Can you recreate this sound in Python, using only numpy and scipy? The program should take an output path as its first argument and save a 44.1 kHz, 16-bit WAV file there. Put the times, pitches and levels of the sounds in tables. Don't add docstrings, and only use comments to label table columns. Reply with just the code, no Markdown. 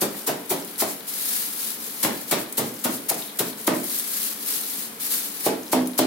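import sys
import numpy as np
from scipy import signal
from scipy.fft import rfft, irfft, next_fast_len
from scipy.io import wavfile
from scipy.ndimage import uniform_filter1d

SR = 44100
rng = np.random.default_rng(int(sys.argv[2]) if len(sys.argv) > 2 else 0)


def log_audio(samples):
    frames = np.atleast_2d(samples).T
    limited = np.clip(frames, -1, 1)
    pcm = np.round(limited * 32767).astype(np.int16)
    wavfile.write(sys.argv[1], SR, pcm)


N = 267246

# slap t/s, film lead/s, film decay/s, sinking to the board/s, film/dB, slap/dB,
# slap tilt/(dB per octave), knock/dB, pitch of the spot/Hz, thud/dB, rebound/dB, ring/dB,
# shove/dB, peel/dB
MALLET_BLOWS = [ (0.017, 0.011, 0.019, 0.0057, -17.5, -29.5, -0.3, -23.5, 390, -21, -33, -38, -38, -53),
                (.275, 0.012, .016, 0.016, -18.5, -30.5, -0.2, -25.5, 380, -43, -22.5, -40, -38, -49),
                (0.504, 0.012, .021, .0135, -19.5, -31, -0.3, -31.5, 385, -42, -24, -48, -41, -37.5),
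                (.809, .025, 0.017, .013, -17.5, -37, 2, -22.5, 411, -25, -22, -33, -46, -29),
                (2.0323, 0.006, 0.02, 0.017, -16, -29.5, 0.8, -20, 355, -23, -35, -43, -30, -36),
                (2.3125, 0.0032, .014, .015, -15.5, -29, 1.5, -20.5, 248, -29, -38, -43, -33, -32),
                (2.581, 0.012, 0.015, .011, -17.5, -28.5, 0.5, -34, 310, -31, -29, -30.5, -31, -34),
                (2.846, 0.0087, .011, 0.01, -17, -29.5, 0.5, -30, 262, -43, -26, -41, -31, -28.5),
                (3.101, .017, 0.0031, 0.012, -14, -35.5, 0.5, -28, 648, -33, -25.5, -32, -42, -34),
                (3.392, 0.006, 0.016, .0098, -17, -32.5, 2, -27, 422, -22, -29, -29, -33, -31.5),
                (3.676, .01, 0.003, .0037, -15, -30, 1.5, -14.5, 339, -11.5, -25, -20, -39, -33),
                (5.462, 0.025, 0.015, 0.0028, -20, -27, 0.5, -18.5, 547, -21, -21, -17.5, -35, -59),
                (5.730, 0.015, .008, 0.0022, -18, -26.5, 1, -14.5, 273, -21, -20, -15, -41, -45),
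                (5.99, .014, 0.0052, .0023, -14, -30, 8.5, -15, 293.6, -21, -19, -17, -41, -50)]
# t/s, level/dB
BAG_DRAGS = [
    [(1.045, -53), (1.085, -28), (1.115, -33.5), (1.2, -29.5), (1.32, -26.5), (1.44, -30), (1.5, -34),
     (1.57, -33.5), (1.61, -28), (1.705, -30.5), (1.78, -43), (1.825, -34.5), (1.96, -38), (2.02, -31)],
    [(3.74, -40), (3.814, -39), (3.922, -27.5), (3.99, -30), (4.07, -32), (4.13, -27.5), (4.28, -28.5),
     (4.364, -40), (4.53, -24.5), (4.598, -31), (4.84, -32.5), (4.96, -56)],
    [(4.975, -56), (5.003, -32), (5.059, -27), (5.089, -31), (5.115, -25), (5.175, -27), (5.205, -30),
     (5.271, -32), (5.315, -39.5), (5.393, -33.5), (5.44, -33)],
]
# t/s, length/s, level/dB
BAG_NUDGES = [(0.07, 0.15, -40.5), (0.638, 0.073, -42), (0.927, 0.06, -43), (2.123, 0.093, -38),
              (2.272, 0.044, -34), (2.653, 0.39, -44.5), (3.16, 0.099, -37), (3.557, 0.093, -39)]
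# t/s, level/dB, f/Hz
MEAT_SQUEAKS = [(.143, -37.5, 2050), (2.325, -30, 3860), (2.336, -33, 4000), (2.574, -29.5, 3460),
                (3.22, -34, 3560), (3.293, -41, 3680), (3.393, -30, 3500)]
# t/s, level/dB
CREASE_SNAPS = [(0.6475, -28), (0.758, -42), (0.7805, -24), (2.5245, -22.5), (2.557, -42), (3.143, -23),
                (3.372, -29), (3.6446, -35), (3.8412, -23), (3.987, -18), (3.997, -22), (5.8725, -23)]
# f/Hz, level/dB, t60/s
COUNTER_MODES = [(130, -21, 0.15), (182.3, -1.5, 0.5), (252, 6.5, 0.51), (308.7, 2.5, 0.437),
                 (404, -14, 0.38), (430, 4, 0.22), (458, -5, 0.45), (572, -4, 0.28), (654, -4, 0.33),
                 (830, 1, 0.27)]

# f/Hz, relative level/dB
ROOM_TONE_SPECTRUM = [(18, -105), (45, -85), (100, -32), (127, -14.5), (190, -5), (225, 2), (257, -6.5),
                      (287, 2.5), (326, -9.5), (464, -2.5), (500, -13.5), (538, -5), (579, -13), (684, -10),
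                      (2500, -14), (3250, -70), (5500, -120)]
HISS_SPECTRUM = [(300, -20), (1400, -19), (3000, 23), (16000, -13)]
RUSTLE_SPECTRUM = [(40, -74), (300, -37.5), (1300, -7), (2800, -6), (4400, -0.5), (6500, -2), (8800, 1.5),
                   (10700, 5.5), (12200, 4), (13900, 5.5), (16000, -0.5)]
CRUSH_SPECTRUM = [(40, -63), (200, -39), (1000, -6), (2800, -8.5), (4200, -3), (6500, -2), (8500, 1),
                  (11000, 3), (14000, 3), (16000, -1.5)]
SLAP_SPECTRUM = [(50, -61), (90, -33), (130, -2.5), (200, 10.5), (300, 11.5), (430, 6), (700, 3),
                 (1500, -2), (2200, -3.5), (4000, -6.5), (8000, -14.5), (16000, -29)]
KNOCK_SPECTRUM = [(40, -33.5), (85, -68), (125, -3), (200, 0.5), (330, -0.5), (500, -1), (700, -1.5),
                  (1000, -4.5), (1500, -8.5), (2200, -3), (3000, -11), (5000, -8), (16000, -25)]
BOARD_SPECTRUM = [(40, -92), (150, -15), (260, -21), (350, -6), (490, -3), (620, 1), (830, 0.5),
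                  (1150, -4.5), (1600, -19), (4000, -28), (16000, -90)]
SHOVE_SPECTRUM = [(25, -40), (50, -21), (85, -19), (115, -4), (150, 0.5), (200, 0), (280, -1.5),
                  (450, -14.5), (1000, -49), (16000, -95)]

# f/Hz, t60/s
ROOM_DECAY = [(100, 0.36), (260, 0.6), (700, 0.44), (1800, 0.39), (5000, 0.36), (13000, 0.18)]
# delay/s, level/dB
ROOM_ECHOES = [(.0032, -5), (.008, -13), (0.0097, -12), (.017, -12.5), (0.032, -15), (0.0424, -13.5),
               (.047, -14), (0.06, -10.5)]
# f/Hz, left minus right/dB
MIC_BALANCE = [(100, 2), (250, -1), (600, -2), (1300, 1), (4400, 2.5), (8000, -2.5), (11000, 5),
               (15000, 5.5)]


def amp(db):
    return 10 ** (np.asarray(db) / 20)


def unit_rms(x):
    return x / np.sqrt(np.mean(x ** 2) + 1e-20)


def read(points, hz):
    f, value = np.transpose(points)
    return np.interp(np.log(hz + 1), np.log(f + 1), value)


def add(mix, s, sound):
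    part = mix[:, max(round(s * SR), 0):][:, :sound.shape[1]]
    part += sound[:, :part.shape[1]]


def centred(x):
    return np.tile(x, (2, 1))


def panned(x, left_db):
    return x * amp([[left_db / 2], [-left_db / 2]])


def pulse(spectrum, top_hz=SR, size=4096):
    hz = abs(np.fft.fftfreq(size, 1 / SR))
    log_gain = np.log(amp(read(spectrum, hz)) / np.hypot(1, (hz / top_hz) ** 2))
    click = np.fft.ifft(np.exp(np.conj(signal.hilbert(log_gain)))).real[:size // 2]
    return click / np.linalg.norm(click)


def crackle(count, spectrum, per_s, spread_db, shared):
    sizes = amp(spread_db * np.minimum(rng.exponential(1, (3, count)), 4))
    clicks = sizes * rng.choice([-1, 1], (3, count)) * (rng.random((3, count)) < per_s / SR)
    pair = clicks[:2] + shared * clicks[2]
    return unit_rms(signal.fftconvolve(pair, pulse(spectrum)[None], axes=1)[:, :count])


def diffuse(spectra, hz, mono_hz):
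    same = 1 / np.hypot(1, hz / mono_hz)
    return same * spectra[2] + np.sqrt(1 - same ** 2) * spectra[:2]


def room(x, wet_db, build_s=0.0008):
    hz, t, noise = signal.stft(rng.choice([-1., 1.], (3, SR * 3 // 5)), SR, nperseg=512)
    decay = amp(-60 * t / read(ROOM_DECAY, hz)[:, None])
    tail = signal.istft(diffuse(noise, hz[:, None], mono_hz=620) * decay, SR, nperseg=512)[1]
    tail *= 1 - np.exp(-np.arange(tail.shape[1]) / SR / build_s)
    tail *= amp(wet_db) / np.linalg.norm(tail[0])
    tail[:, 0] += 1
    return signal.fftconvolve(x, tail, axes=1)


def echoed(x, spread_s=0.00023):
    out = x.copy()
    for delay, db in ROOM_ECHOES:
        for side in np.eye(2):
            add(out, delay + spread_s * rng.standard_normal(), amp(db) * side[:, None] * x)
    return out


def on_spot(x, spot_hz, bass_share=0.4):
    return signal.sosfilt(signal.butter(2, bass_share * spot_hz, "highpass", fs=SR, output="sos"), x)


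def room_tone(low_db=-43.5, hiss_db=-52):
    hz = np.fft.rfftfreq(N, 1 / SR)
    noise = diffuse(rfft(rng.standard_normal((3, N))), hz, mono_hz=700)
    low = irfft(noise * amp(read(ROOM_TONE_SPECTRUM, hz)), N)
    hiss = irfft(rfft(rng.standard_normal((2, N))) * amp(read(HISS_SPECTRUM, hz)), N)
    return amp(low_db) * unit_rms(low) + amp(hiss_db) * unit_rms(hiss)


def hand_effort(hold_db=-43.5, swell_share=0.32, slacken_s=0.042):
    t = np.arange(N) / SR
    power = amp(hold_db) ** 2
    for drag in BAG_DRAGS:
        s, db = np.transpose(drag)
        slacken = np.exp(-np.maximum(t - s[-1], 0) / slacken_s)
        power += (amp(np.interp(t, s, db)) * (t >= s[0]) * slacken) ** 2
    for start, length, db in BAG_NUDGES:
        swell = np.clip((t - start) / (swell_share * length), 0, 1)
        slacken = np.exp(-np.maximum(t - start - length, 0) / slacken_s)
        power += (amp(db) * swell * slacken) ** 2
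    return np.sqrt(power)


def bag_rustle(gain_db=1.0, flutter_db=1.63):
    clumps = unit_rms(uniform_filter1d(uniform_filter1d(rng.standard_normal(N), size=300), size=150))
    level = hand_effort() * amp(gain_db + flutter_db * clumps)
    crinkles = crackle(N, RUSTLE_SPECTRUM, per_s=16000, spread_db=2, shared=0.026)
    return panned(room(level * crinkles, wet_db=-3.5)[:, :N], left_db=0.5)


def film_crush(lead_s, fall_s, tilt_db, climb_db=13, touch_s=0.0023):
    t = np.arange(SR // 6) / SR - lead_s
    level = np.where(t < 0, amp(climb_db * np.minimum(t, 0) / lead_s), np.exp(-np.maximum(t, 0) / fall_s))
    level *= np.minimum((t + lead_s) / touch_s, 1)
    colour = [(hz, db + tilt_db * np.log2(max(hz, 2000) / 2000)) for hz, db in CRUSH_SPECTRUM]
    wrinkles = crackle(len(t), colour, per_s=14000, spread_db=2, shared=0.4)
    return room(level * wrinkles, wet_db=-3.5)


def meat_slap(sink_s, tilt_db, fall_s=0.014):
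    t = np.arange(SR // 6) / SR
    level = np.exp(-np.maximum(t - sink_s, 0) / fall_s)
    colour = [(hz, db + tilt_db * np.log2(min(hz, 3000))) for hz, db in SLAP_SPECTRUM]
    return room(level * crackle(len(t), colour, per_s=2500, spread_db=2.5, shared=13), wet_db=5)


def board_knock(bright_hz, spot_hz, knock_db, thud_db, contact_s=0.0043, thud_t60_s=0.062):
    t = np.arange(SR // 5) / SR
    click = amp(knock_db) * pulse(KNOCK_SPECTRUM, bright_hz) * np.sqrt(contact_s * SR)
    knock = centred(on_spot(np.pad(click, (0, len(t) - len(click))), spot_hz))
    note = amp(thud_db - 60 * t / thud_t60_s) * np.sin(2 * np.pi * spot_hz * t)
    thud = centred(on_spot(note, spot_hz))
    return room(echoed(knock), wet_db=-4.5, build_s=0.012) + room(thud, wet_db=-5)


def board_rebound(swell_s=0.0056, hollow_hz=605, sharp_share=0.53, settle_s=0.0046, detune=0.039):
    t = np.arange(SR // 10) / SR
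    hz = hollow_hz * (1 + detune * rng.standard_normal()) * (1 + sharp_share * np.exp(-t / settle_s))
    note = t / swell_s * np.exp(1 - t / swell_s) * np.sin(2 * np.pi * np.cumsum(hz) / SR)
    return room(centred(note), wet_db=-7.5, build_s=0.0096)


def board_clatter(rise_s=0.0087, fall_s=0.01):
    t = np.arange(SR // 6) / SR
    level = (1 - np.exp(-t / rise_s)) * np.exp(-t / fall_s)
    chatter = crackle(len(t), BOARD_SPECTRUM, per_s=4000, spread_db=-1, shared=1.1)
    return room(level / level.max() * chatter, wet_db=-5)


def counter_ring(spot_hz, build_s=0.037, detune=0.0048, db_per_octave=11, sharp_share=0.069,
                 settle_s=0.031):
    t = np.arange(SR * 2 // 3) / SR
    turns_per_hz = np.cumsum(1 + sharp_share * np.exp(-t / settle_s)) / SR
    ring = np.zeros(len(t))
    for hz, db, t60 in COUNTER_MODES:
        level = amp(db - db_per_octave * abs(np.log2(hz / spot_hz)) - 60 * t / t60)
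        turns = hz * (1 + detune * rng.standard_normal()) * turns_per_hz + rng.random()
        ring += level * np.sin(2 * np.pi * turns)
    return centred(ring * (1 - np.exp(-t / build_s)))


def counter_shove(contact_s=0.013):
    thump = pulse(SHOVE_SPECTRUM, size=8192) * np.sqrt(contact_s * SR)
    return room(centred(thump), wet_db=-2, build_s=0.014)


def film_peel(after_s=0.092, width_s=0.028):
    t = np.arange(SR // 4) / SR
    wrinkles = crackle(len(t), CRUSH_SPECTRUM, per_s=2700, spread_db=1, shared=0.061)
    return np.exp(-0.5 * ((t - after_s) / width_s) ** 2) * wrinkles


def mallet(usual_knock_db=-22.5, usual_sink_s=0.021, usual_bright_hz=2300, shove_lag_s=0.0031):
    film, body = np.zeros((2, 2, N))
    for (s, lead_s, fall_s, sink_s, film_db, slap_db, slap_tilt_db, knock_db, spot_hz,
         thud_db, rebound_db, ring_db, shove_db, peel_db) in MALLET_BLOWS:
        force_db, depth = knock_db - usual_knock_db, sink_s / usual_sink_s
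        film_tilt_db = 0.04 - 0.14 * force_db
        bright_hz = usual_bright_hz * 2 ** (force_db / 8) * depth ** 0.66
        clatter_db = -30 + 0.35 * force_db
        knock_s = s + sink_s
        add(film, s - lead_s, amp(film_db) * film_crush(lead_s, fall_s, film_tilt_db))
        add(film, s, amp(peel_db) * film_peel())
        add(body, s, amp(slap_db) * on_spot(meat_slap(sink_s, slap_tilt_db), spot_hz))
        add(body, knock_s + shove_lag_s, amp(shove_db) * counter_shove())
        add(body, knock_s, amp(rebound_db) * board_rebound())
        add(body, knock_s, board_knock(bright_hz, spot_hz, knock_db, thud_db))
        add(body, knock_s, amp(clatter_db) * board_clatter())
        add(body, knock_s, amp(ring_db) * counter_ring(spot_hz))
    return film + panned(body, left_db=-0.5)


def sticky_ticks(level_db=-51, per_s=3, pitches=8, fall_s=0.0005):
    out, t = np.zeros((2, N)), np.arange(SR // 50) / SR
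    for hz in np.geomspace(4000, 12000, pitches):
        pop = np.exp(-t / fall_s) * np.sin(2 * np.pi * hz * t)
        releases = (rng.random(N) < per_s / SR) * rng.uniform(0.3, 1, (2, N))
        out += signal.oaconvolve(releases, pop[None], axes=1)[:, :N]
    return amp(level_db) * unit_rms(room(out, wet_db=-2)[:, :N])


def meat_squeaks(swell_s=0.0027):
    out, age = np.zeros((2, N)), np.arange(SR // 20) / SR / swell_s
    for s, db, hz in MEAT_SQUEAKS:
        pocket = [(hz / 8, -60), (hz * 0.65, -18), (hz * 0.9, 0),
                  (hz * 1.1, 0), (hz * 1.5, -18), (hz * 4, -45)]
        fizz = age * np.exp(1 - age) * crackle(len(age), pocket, per_s=5000, spread_db=-3, shared=0.86)
        add(out, s, room(amp(db) * fizz, wet_db=-3))
    return out


def crease_snaps(peak_hz=9600, fall_s=0.005):
    out, t = np.zeros((2, N)), np.arange(SR // 20) / SR
    colour = [(peak_hz / 100, -60), (peak_hz / 8, -32), (peak_hz / 2 ** 0.4, -10),
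              (peak_hz, 0), (peak_hz * 2, -8)]
    for s, db in CREASE_SNAPS:
        tick = np.exp(-t / fall_s) * crackle(len(t), colour, per_s=9000, spread_db=3, shared=0.061)
        add(out, s, room(amp(db) * tick, wet_db=-6, build_s=0.005))
    return out


def scene():
    return mallet() + bag_rustle() + crease_snaps() + meat_squeaks() + sticky_ticks() + room_tone()


def record(dry, edge_hz=16000):
    size = next_fast_len(N + SR)
    lean_db = read(MIC_BALANCE, np.fft.rfftfreq(size, 1 / SR))
    coloured = irfft(rfft(dry, size) * amp([lean_db / 2, -lean_db / 2]), size)[:, :N]
    lowpass = signal.firwin(511, edge_hz, window=("kaiser", 9), fs=SR)
    return signal.oaconvolve(coloured, lowpass[None], "same", axes=1)


dry = scene()
out = record(dry)
log_audio(out)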